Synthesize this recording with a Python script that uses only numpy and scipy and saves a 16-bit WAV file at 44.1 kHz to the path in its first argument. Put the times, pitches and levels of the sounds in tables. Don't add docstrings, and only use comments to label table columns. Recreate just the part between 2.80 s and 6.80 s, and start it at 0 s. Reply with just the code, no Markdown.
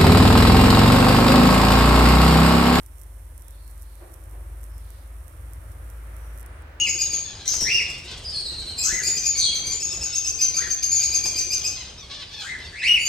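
import sys
import numpy as np
from scipy import signal
from scipy.fft import rfft, irfft
from scipy.io import wavfile
from scipy.ndimage import uniform_filter1d

SR = 44100
rng = np.random.default_rng(int(sys.argv[2]) if len(sys.argv) > 2 else 0)


def wav_out(sig):
    wavfile.write(sys.argv[1], SR, np.round(np.clip(np.atleast_2d(sig).T, -1, 1) * 32767).astype(np.int16))


N = 176400
T = np.arange(N) / SR
PULSES_END_S, HISS_END_S = 3.605, 3.83
COHERENCE_HZ = 546


def drive_ticks():
    # time in seconds, peak level in dB.
    click_events = [(.0332, -30), (.0622, -24.5), (0.1837, -28), (.1932, -29), (.2002, -31), (.2152, -24),
                    (.2202, -30), (.2352, -28), (0.5793, -25), (.6212, -25), (0.6829, -24), (0.7082, -29),
                    (0.8783, -28), (0.9127, -30), (.9792, -30), (1.0152, -30), (1.0223, -25), (1.0302, -26),
                    (1.1545, -30), (1.3369, -29), (1.3412, -24), (1.4392, -30), (1.5117, -31.5),
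                    (1.8122, -34), (1.8325, -25), (1.8404, -24.5), (1.9812, -26), (2.1049, -25),
                    (2.4812, -26.5), (2.7345, -24), (2.9192, -32), (3.1012, -26), (3.3662, -26),
                    (3.576, -26.5), (3.5858, -26), (3.597, -27), (3.606, -28), (3.6122, -25.5),
                    (3.6295, -28), (3.6622, -25), (3.8212, -35.5)]
    click_s, click_db = np.array(click_events).T
    pulse_hz, servo_hz, start_s = 200, 1000, .0012
    pulse_db, servo_db = -39, -57
    rough_span_s, rough_db = .069, 10
    rebound_max_s, rebound_db = .000796, -8.5

    pulse_s = np.arange(start_s, PULSES_END_S, 1 / pulse_hz)
    gap_s = abs(pulse_s[:, None] - click_s).min(axis=1)
    pulse_s = pulse_s[gap_s > .5 / servo_hz]
    pulses = impulses(pulse_s, undb(pulse_db + .5 * rng.standard_normal(len(pulse_s))))

    step_s = np.arange(start_s, PULSES_END_S, 1 / servo_hz)
    nearness = np.exp(-(2 * (step_s[:, None] - click_s) / rough_span_s) ** 2)
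    crowding = np.tanh(nearness.sum(axis=1) / 2)
    step_db = servo_db + rough_db * crowding + 6 * rng.standard_normal(len(step_s))
    polarity = rng.choice([-1, 1], len(step_s))
    crackle = impulses(step_s, undb(np.minimum(step_db, pulse_db)) * polarity)

    rebound_s = click_s + rebound_max_s * rng.uniform(.512, 1, len(click_s))
    clicks = impulses(click_s, undb(click_db)) + impulses(rebound_s, undb(click_db + rebound_db))
    return signal.fftconvolve(clicks + pulses + crackle, housing_tick())[:N]


def housing_tick(size=1024):
    # frequency in Hz, level in dB.
    snap_spectrum = [(1000, -37), (3800, -23), (5000, -22), (5500, -11), (6800, -9), (7800, -1.5),
                     (8550, -3.5), (8900, -4.5), (9300, -3), (10500, -9.5), (11200, -2), (12300, 0.5),
                     (13700, -0.5), (14700, -8.5), (15300, -25)]
    # centre in Hz, width in Hz, lift in dB.
    modes = [(5540, 580, 7), (9684, 700, 12), (15650, 360, 13)]
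    hz = np.fft.rfftfreq(size, 1 / SR)
    lift_db = sum(db / (1 + (2 * (hz - centre_hz) / width_hz) ** 2) for centre_hz, width_hz, db in modes)
    cepstrum = irfft(np.log(colour(snap_spectrum, hz) * undb(lift_db)))
    cepstrum[1:size // 2] *= 2
    cepstrum[size // 2 + 1:] = 0
    tick = irfft(np.exp(rfft(cepstrum)))
    return tick / abs(signal.hilbert(tick)).max()


def drive_hiss():
    # frequency in Hz, relative density in dB.
    running_spectrum = [(3000, -38), (5100, -28), (5550, -11), (6300, -13), (7800, -7), (8700, -3),
                        (9450, 7), (10400, -4.5), (13700, -7.5), (15500, -25)]
    # frequency in Hz, relative density in dB.
    idle_spectrum = [(5000, -26), (8400, -11), (9300, 0), (10300, -13), (13000, -26)]
    idling = noise(idle_spectrum) * undb(-59.5) * (T < HISS_END_S)
    running = noise(running_spectrum) * undb(-58.5)
    return np.where(T < PULSES_END_S, running, idling)


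def hum():
    # time in seconds, pitch in Hz.
    pitch_track = [(0, 50.53), (1.1, 50.42), (1.5, 51.42), (2.0, 52.5), (2.6, 54.52), (3.3, 54.5),
                   (4, 53.8)]
    # time in seconds, level in dB.
    tone_levels = [(0, -45), (.35, -40), (.6, -43.5), (1.0, -39), (1.3, -45), (1.55, -37.5), (2.0, -36.5),
                   (2.2, -42.5), (2.38, -37), (2.51, -48.5), (2.65, -37), (2.85, -42.5), (3.1, -37),
                   (3.55, -36), (3.85, -47), (4, -45)]
    # time in seconds, level in dB.
    rumble_levels = [(0, -53), (1.1, -51.5), (1.55, -43.5), (2.3, -48.5), (2.55, -46.5), (2.75, -42),
                     (3.05, -42), (3.25, -48), (3.55, -45), (4, -52)]
    # frequency in Hz, relative density in dB.
    rumble_spectrum = [(20, -56), (38, -29), (48, -9.5), (62, -4), (73, 0.5), (84, -5), (91, -2.5),
                       (102, -5), (112, -15), (130, -16.5), (165, -32.5), (300, -74)]
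    upper_ratio, upper_db = 1.39, -49
    phase = 2 * np.pi * np.cumsum(curve(pitch_track)) / SR
    lower = np.sin(phase) * undb(curve(tone_levels))
    upper = np.sin(upper_ratio * phase + .54 * wander(rate_hz=4.15)) * undb(upper_db)
    rumble = noise(rumble_spectrum, coherence_hz=320) * undb(curve(rumble_levels))
    return (np.sqrt(2) * (lower + upper) + rumble) * undb([[.3], [-.3]])


def wash():
    # time in seconds, lows in dB, highs in dB.
    levels = [(0, -59.5, -62.5), (1.1, -60, -61.5), (1.7, -57.5, -59), (2.3, -57, -59), (3.1, -54, -56),
              (3.6, -53.5, -53), (4, -52.5, -52)]
    # frequency in Hz, relative density in dB.
    low_spectrum = [(90, -12), (130, 4.5), (165, -2.5), (200, -9.5), (250, -3), (340, 1.5), (415, -6),
                    (540, 1.5), (700, -4.5), (900, -5), (1300, -15), (3000, -27.5)]
    # frequency in Hz, relative density in dB.
    high_spectrum = [(500, -11.5), (850, -6), (1150, -1.5), (1800, -2.5), (2200, -6), (3200, -15.5),
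                     (5000, -26.5), (9000, -45)]
    ring_start_hz, rise_hz_per_s, ring_width_hz, ring_db = 899.5, 145, 270, -8.5
    low = noise(low_spectrum, COHERENCE_HZ) * undb(curve(levels) + .4 * wander(rate_hz=9))
    lowpass = signal.butter(2, ring_width_hz / 2, fs=SR, output="sos")
    baseband = signal.sosfilt(lowpass, rng.standard_normal((2, 2, N)))
    phase = 2 * np.pi * np.cumsum(ring_start_hz + rise_hz_per_s * T) / SR
    ring = (baseband[0] * np.cos(phase) + baseband[1] * np.sin(phase)) / baseband.std()
    high = noise(high_spectrum, COHERENCE_HZ) + ring * undb(ring_db)
    high *= undb(curve(levels, column=2) + .4 * wander(rate_hz=11))
    return (low + high) * undb([[-.4], [.4]])


def bumps():
    # start in seconds, level in dB.
    events = [(1.196, -50.5), (1.511, -56.5)]
    # frequency in Hz, relative density in dB.
    spectrum = [(200, -17), (280, -5.5), (345, 6), (430, -6.5), (550, -0.5), (800, -4.5), (1200, -9.5),
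                (2500, -20), (6000, -52)]
    attack_s, decay_s, tail_s, tail_db = .024, .11, .36, -8
    envelope = 0
    for start_s, db in events:
        rise = np.clip((T - start_s) / attack_s, 0, 1)
        age_s = np.maximum(T - start_s - attack_s, 0)
        fall = np.exp(-age_s / decay_s) + undb(tail_db) * np.exp(-age_s / tail_s)
        envelope += undb(db) * rise * fall
    return envelope * noise(spectrum, COHERENCE_HZ)


def rubs():
    # start in seconds, length in seconds, centre in Hz, width in Hz, level in dB.
    events = [(0.598, 0.26, 3580, 600, -68), (0.68, 0.29, 4300, 600, -65.5),
              (0.86, 0.52, 4170, 1300, -67.5), (1.88, 0.16, 5340, 600, -67),
              (1.952, 0.37, 3930, 2840, -63.5), (3.28, 0.4, 5820, 200, -68)]
    swishes = 0
    for start_s, length_s, centre_hz, width_hz, db in events:
        b, a = signal.iirpeak(centre_hz, centre_hz / width_hz, fs=SR)
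        band = signal.lfilter(b, a, signal.lfilter(b, a, rng.standard_normal((2, N))))
        progress = np.clip((T - start_s) / length_s, 0, 1)
        swishes += band / band.std() * undb(db) * np.sin(np.pi * progress)
    return swishes


def microphone_hiss():
    # frequency in Hz, relative density in dB.
    spectrum = [(1000, 2.5), (3000, 10.5), (6000, 4), (9000, -15), (15000, -19)]
    return noise(spectrum, COHERENCE_HZ) * undb(-70)


def undb(db):
    return 10 ** (np.asarray(db) / 20)


def curve(rows, column=1):
    rows = np.array(rows)
    return np.interp(T, rows[:, 0], rows[:, column])


def colour(spectrum, hz):
    knot_hz, db = np.array(spectrum).T
    return undb(np.interp(np.log(hz + 1), np.log(knot_hz), db))


def noise(spectrum, coherence_hz=None):
    hz = np.fft.rfftfreq(N, 1 / SR)
    bins, side = rfft(rng.standard_normal((2, N))) * colour(spectrum, hz)
    if coherence_hz is not None:
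        coherence = 1 / (1 + (hz / coherence_hz) ** 3)
        bins = bins * np.sqrt(1 + coherence) + np.array([[1], [-1]]) * side * np.sqrt(1 - coherence)
    y = irfft(bins, N)
    return y / y.std()


def wander(rate_hz):
    hold = int(SR / rate_hz)
    steps = np.repeat(rng.standard_normal(N // hold + 2), hold)
    drift = uniform_filter1d(uniform_filter1d(steps, hold), hold)[:N]
    return drift / drift.std()


def impulses(times_s, gains, oversample=4):
    train = np.zeros(N * oversample)
    index = np.round(times_s * SR * oversample).astype(int)
    np.add.at(train, np.clip(index, 0, len(train) - 1), gains)
    return signal.resample_poly(train, 1, oversample) * oversample


def scene():
    left_leak_db = -30
    drive = (drive_ticks() + drive_hiss()) * undb([[left_leak_db], [0]])
    return drive + hum() + wash() + microphone_hiss() + bumps() + rubs()


def record(dry):
    cutoff_hz = 16300
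    return signal.sosfilt(signal.ellip(8, .2, 70, cutoff_hz, fs=SR, output="sos"), dry)


dry = scene()
out = record(dry)
wav_out(out)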